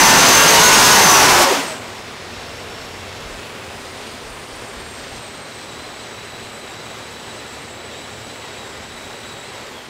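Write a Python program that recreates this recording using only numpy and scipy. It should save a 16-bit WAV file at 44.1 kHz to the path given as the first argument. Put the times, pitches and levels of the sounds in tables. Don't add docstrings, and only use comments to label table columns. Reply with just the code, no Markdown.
import sys
import numpy as np
from scipy import signal
from scipy.fft import rfft, irfft, next_fast_len
from scipy.io import wavfile
from scipy.ndimage import uniform_filter1d

SR = 44100
rng = np.random.default_rng(int(sys.argv[2]) if len(sys.argv) > 2 else 0)


def persist_wave(psi):
    counts = np.round(np.clip(psi, -1, 1) * 32767).astype(np.int16)
    wavfile.write(sys.argv[1], SR, np.atleast_2d(counts).T)


def amplitude_ratio(level_db):
    exponent = np.asarray(level_db, float) / 20
    return 10 ** exponent


N = 436145

# (time [s], engine cycle rate [Hz])
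PULL_SPEED = [
    (0.0, 52.24),
    (0.46, 54.2),
    (0.755, 55.4),
    (0.916, 55.1),
    (0.996, 54.05),
    (1.146, 50.93),
    (1.202, 48.52),
    (1.404, 43.58),
    (1.45, 41.78),
]
# (time [s], blower mesh rate [Hz])
COAST_SPEED = [(1.55, 4900), (1.62, 4600), (1.72, 3860), (1.92, 2870), (2.05, 2561), (2.32, 2720),
               (2.9, 2725), (3.3, 2630), (4.0, 2420), (4.8, 2170), (5.3, 2030), (5.7, 1950), (8.0, 1905),
               (9.62, 1930), (9.69, 1850), (9.75, 1660), (9.8, 1640), (9.89, 1296)]
# (time of peak [s], rise of mesh rate [Hz])
IDLE_LURCHES = [(3.97, 35), (5.4, 25), (5.82, 50), (6.03, 50), (6.26, 50), (6.42, 40), (6.58, 85),
                (6.79, 40), (7.05, 75), (7.22, 60), (7.35, 75), (7.5, 60), (7.62, 130), (7.83, 65),
                (8.06, 60), (8.29, 65), (8.45, 30), (8.99, 35), (9.19, 30), (9.47, 60)]
# (time [s], level [dB])
ROAR_LEVEL = [(0.0, -8.5), (1.05, -9), (1.2, -8), (1.43, -10), (1.46, -15.5), (1.52, -16), (1.62, -23),
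              (1.79, -32), (2.0, -34.5), (2.18, -35), (2.4, -34), (3.3, -34.5), (5.5, -35.5), (9.72, -35.5),
              (9.89, -38.5)]
# (frequency [Hz], density [dB per Hz])
LOADED_COLOUR = [(13, -36), (22, -44), (49, -6.5), (203, -6), (283, -8.5), (760, -6), (974, -2), (1280, -8),
                 (1390, -8.5), (2480, -9.5), (4170, -11), (6300, -10.5), (10600, -18), (13200, -20),
                 (15600, -25.5)]
# (frequency [Hz], density [dB per Hz])
IDLE_COLOUR = [(13, -47), (22, -7), (85, -1.5), (182, -6.5), (227, -0.5), (307, -4), (383, 0), (1690, -6.5),
               (1990, -6), (3950, -12), (6130, -18.5), (7850, -17.5), (10300, -26), (12900, -27),
               (15600, -34)]
# (time of peak [s], rise of rumble, negative for a
# dip [dB], swell [s])
RUMBLE_THUMPS = [(1.6, -16, .12), (1.95, 6, 0.047), (2.41, 17, 0.1), (2.84, 14, 0.11), (3.29, 28, 0.081),
                 (3.83, 13, .06), (4.05, 8, .05), (4.3, 16, .09), (4.55, 17, 0.057), (4.76, 17.5, 0.057),
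                 (5.01, 14, .05), (5.15, 24, 0.035), (5.35, 6.5, 0.073), (5.7, 6, .15), (6.44, 11.5, .05),
                 (9.06, 9, .2)]
# (multiple of the cycle [1], level [dB])
PIPE_COLOUR = [(1, -33), (3, -12.5), (11, -10), (17, -4), (27, -2.5), (31, -6), (40, -10.5), (46, -12.5)]
# (multiple of the cycle [1], level off the pipe colour [dB])
UNEVEN_ORDERS = [(5, -2), (8, 6), (13, 3), (17, 2), (18, 3), (19, -2), (20, -3), (21, -3), (22, 1),
                 (23, -5), (24, -6), (25, -4), (26, 1), (27, -1), (28, -4), (29, -3), (30, 2), (32, -6),
                 (35, 3), (39, 5), (46, -4), (51, 6), (53, -8), (54, 6)]
# (multiple of the cycle [1], level [dB])
IDLE_LINES = [(2, -14.5), (4, -3), (8, -13), (12, -23)]
# (cycle rate [Hz], width [Hz], level [dB])
IDLE_BEATS = [(23.4, 2.2, -46), (19.6, 1, -50), (17, 2, -60)]
# (multiple of the mesh rate [1], frequency [Hz], width [Hz], level at idle [dB])
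WHINE_RESONANCES = [(1, 6280, 420, -44.5), (1, 5400, 500, -58), (1, 2700, 300, -59), (2, 12500, 1500, -62),
                    (2, 8100, 750, -51), (2, 5500, 230, -59), (2, 4700, 400, -61.5), (2, 3880, 220, -54.5),
                    (2, 3300, 200, -50), (2, 2800, 300, -56), (4, 8300, 1100, -54.5), (4, 10600, 600, -72),
                    (4, 13500, 2500, -76), (6, 14600, 1200, -73), (8, 13500, 1300, -68),
                    (6, 9500, 1500, -76), (3.5, 7600, 500, -60), (3.5, 8550, 450, -64),
                    (4.55, 10000, 700, -70)]
# (frequency [Hz], width [Hz], level [dB])
HOUSING_MODES = [(8600, 60, -63), (9050, 60, -67)]
# (frequency [Hz], width [Hz], level [dB])
CELL_MODES = [(76.3, 8, -57.5), (111, 9.2, -53.5), (154, 8.7, -56.5), (234.5, 14, -60.5), (390, 60, -55)]
# (time of peak [s], peak level [dB], pitch [Hz], swell [s])
PIPE_POPS = [
    (.39, -17, 910, .08),
    (1.41, -12, 610, 0.032),
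    (1.415, -13.5, 546, 0.031),
    (1.48, -18, 546, 0.056),
    (1.52, -14, 390, 0.025),
    (1.529, -18, 510, 0.028),
    (1.581, -26, 281, 0.12),
    (1.655, -42, 223, .06),
    (1.72, -32, 630, 0.075),
]

MESH_PER_CYCLE = 116.6
LURCH_S = 0.055
IDLE_DB, FULL_DB = -33, -14
LIFT_S, LIFT_LENGTH_S = 1.08, 0.13
VENT_S, VENT_DB, VENT_LENGTH_S = 1.43, 2.5, 0.03
INTAKE_DB, INTAKE_SHUT_DB, LEAK_DB, LEAK_SHUT_DB = 1.5, -3.5, -3.24, -1
FLOOR_DB, FLOOR_LOADED_DB = -10.5, -10
SHAKE_HISS = 0.054
TOP_ORDER = 54
COMB_DB, COMB_SHUT_DB, COMB_IDLE_DB = -4, -2, -34
WHINE_IDLE_DB = -35
UNLOADED_GAIN_DB = 4.0
CELL_T60_S, DIRECT_SHARE = 0.5, 0.6
TOP_HZ = 15720
INPUT_GAIN, CEILING, KNEE = 1.244, 0.53, 5


def curve(table, column=1):
    rows = np.array(table, float)
    return np.interp(np.arange(N) / SR, rows[:, 0], rows[:, column])


def colour(table, hz):
    rows = np.array(table, float)
    return np.interp(np.log(np.maximum(hz, 1)), np.log(rows[:, 0]), rows[:, 1])


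def bump(x, centre, width):
    return np.exp(-np.log(2) * ((x - centre) / width) ** 2)


def walk(rate, size=N):
    hold = int(SR / rate)
    held = np.repeat(rng.standard_normal(N // 40)[:size // hold + 1], hold)
    return 1.3 * uniform_filter1d(uniform_filter1d(held, hold), hold)[:size]


def tone(turns, rate, rough):
    size = len(turns)
    wander = 1 + rough * (walk(rate, size=size) + 1j * walk(rate, size=size))
    start = rng.random()
    line = np.real(wander * np.exp(2j * np.pi * (turns + start)))
    return line * np.sqrt(2 / (1 + 2 * rough ** 2))


def walls(x):
    t = np.arange(SR) / SR
    tail = rng.standard_normal(SR) * np.exp(-np.log(1000) * t / CELL_T60_S) * (t > 0.004)
    tail = tail * np.sqrt((1 - DIRECT_SHARE) / np.sum(tail ** 2))
    lead = SR // 4
    echo = signal.fftconvolve(np.pad(x, (lead, 0), "reflect"), tail)[lead:lead + N]
    return np.sqrt(DIRECT_SHARE) * x + echo


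def roar(cycle, load, shut):
    t = np.arange(N) / SR
    size = next_fast_len(N)
    hz = np.arange(size // 2 + 1) * SR / size
    white = rfft(rng.standard_normal(size))
    body = (hz > 200) & (hz < 3000)
    idle, full = amplitude_ratio(colour(IDLE_COLOUR, hz)), amplitude_ratio(colour(LOADED_COLOUR, hz))
    idle = idle / np.sqrt(2 * np.sum(idle[body] ** 2) / size)
    full = full / np.sqrt(2 * np.sum(full[body] ** 2) / size)

    thump_db = sum(db * bump(t, s, swell) for s, db, swell in RUMBLE_THUMPS)
    surge_db = SHAKE_HISS * thump_db + VENT_DB * bump(t, VENT_S, VENT_LENGTH_S)
    leak_db = LEAK_DB + LEAK_SHUT_DB * shut * load + 0.5 * walk(7.7) + surge_db
    hiss_db = INTAKE_DB + INTAKE_SHUT_DB * shut * load + 0.51 * walk(9.2) + surge_db
    rumble_db = FLOOR_DB + (FLOOR_LOADED_DB - FLOOR_DB) * load + thump_db + 1.3 * walk(9.7)
    rumble_top_hz = 85 * (1 + (0.7 + 1.3 * shut) * load)

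    out = 0
    for centre in 22 * 2 ** np.arange(0, 10, 0.5):
        octaves = np.log2(np.maximum(hz, 1) / centre)
        band = white * np.cos(np.pi * np.clip(octaves, -0.5, 0.5)) ** 2
        quiet = irfft(band * idle, size)[:N]
        loud = irfft(band * full, size)[:N]
        leak_share = np.clip(np.log2(centre / 5800), 0, 1)
        intake_share = np.clip(np.log2(centre / 2400), 0, 1) - leak_share
        db = hiss_db * intake_share + leak_db * leak_share
        db = db + rumble_db * np.clip(1.8 * np.log2(rumble_top_hz / centre), 0, 1)
        db = db + 0.6 * walk(9.7) + 0.47 * np.clip(np.log2(centre / 3000), 0, 1) * walk(45)
        out = out + amplitude_ratio(db) * ((1 - load) * quiet + load * loud)
    throb = 1 + 0.039 * np.cos(8 * np.pi * cycle) + 0.055 * np.cos(16 * np.pi * cycle) + 0.058 * walk(120)
    return out * throb * amplitude_ratio(curve(ROAR_LEVEL) - 3.15 * load - 1.34)


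def firings(cycle_hz, load, shut):
    cycle = np.cumsum(cycle_hz) / SR
    uneven_db = {round(k): db for k, db in UNEVEN_ORDERS}
    pull = 2 * SR
    comb = 0
    for k in range(1, TOP_ORDER + 1):
        level = amplitude_ratio(colour(PIPE_COLOUR, k) + uneven_db.get(k, 0))
        comb = comb + level * tone(k * cycle[:pull], 5 + 0.6 * k, 0.26 + 0.013 * k)
    comb = np.pad(comb / np.std(comb[:SR]), (0, N - pull))
    comb_db = curve(ROAR_LEVEL) + COMB_DB + COMB_SHUT_DB * shut + COMB_IDLE_DB * (1 - load)
    comb = walls(comb * amplitude_ratio(comb_db))
    beat = sum(amplitude_ratio(db) * bump(cycle_hz, hz, width) for hz, width, db in IDLE_BEATS)
    idle_lines = sum(amplitude_ratio(db) * tone(k * cycle, 6, 0.18) for k, db in IDLE_LINES)
    return comb + beat * idle_lines


def blower(mesh_hz, load):
    shiver = 0.0008 + 5.2e4 / mesh_hz ** 2 * (1 - load)
    turns = np.cumsum(mesh_hz * (1 + shiver * walk(70))) / SR
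    whine = 0
    for k in (1, 2, 4, 6, 8, 3.5, 4.55):
        swell = sum(amplitude_ratio(db) * bump(k * mesh_hz, hz, width) for m, hz, width, db in WHINE_RESONANCES if m == k)
        whine = whine + swell * (k * mesh_hz < TOP_HZ) * tone(k * turns, 70 + 25 * k, 0.8)
    whine = whine * amplitude_ratio(curve(ROAR_LEVEL) - WHINE_IDLE_DB)
    slow = np.clip((2600 - mesh_hz) / 100, 0, 1)
    rings = sum(amplitude_ratio(db) * tone(hz * np.arange(N) / SR, width, 3) for hz, width, db in HOUSING_MODES)
    return walls(whine * amplitude_ratio(1.5 + UNLOADED_GAIN_DB * (1 - load))) + slow * rings


def cell():
    t = np.arange(N) / SR
    return sum(amplitude_ratio(db) * tone(hz * t, width, 10.0) for hz, width, db in CELL_MODES)


def pops():
    t = np.arange(N) / SR
    out = 0
    for s, db, hz, swell in PIPE_POPS:
        age = np.clip((t - s) / swell, -1, 0.5)
        shape = np.cos(np.pi * np.where(age < 0, age / 2, age)) ** 2
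        out = out + amplitude_ratio(db) * shape * np.sin(2 * np.pi * hz * (t - s) * (1 - 0.53 * (t - s)))
    return out


def scene():
    t = np.arange(N) / SR
    speed = [(s, hz * MESH_PER_CYCLE) for s, hz in PULL_SPEED] + [*COAST_SPEED]
    mesh_hz = curve(speed) + sum(hz * bump(t, s, LURCH_S) for s, hz in IDLE_LURCHES)
    cycle_hz = mesh_hz / MESH_PER_CYCLE
    load = np.clip((curve(ROAR_LEVEL) - IDLE_DB) / (FULL_DB - IDLE_DB), 0, 1)
    shut = np.clip((t - LIFT_S) / LIFT_LENGTH_S, 0, 1)
    engine = roar(np.cumsum(cycle_hz) / SR, load, shut) + firings(cycle_hz, load, shut)
    mono = engine + blower(mesh_hz, load) + cell() + pops()
    return np.array([mono, mono])


def band_limit(x):
    return signal.sosfilt(signal.butter(12, 17070, fs=SR, output="sos"), x)


def record(dry):
    loud = INPUT_GAIN * dry
    rounded = loud / (1 + np.abs(loud / CEILING) ** KNEE) ** (1 / KNEE)
    top_cut = signal.ellip(12, 0.3, 80, TOP_HZ, fs=SR, output="sos")
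    return band_limit(signal.sosfilt(top_cut, rounded))


dry = scene()
out = record(dry)
persist_wave(out)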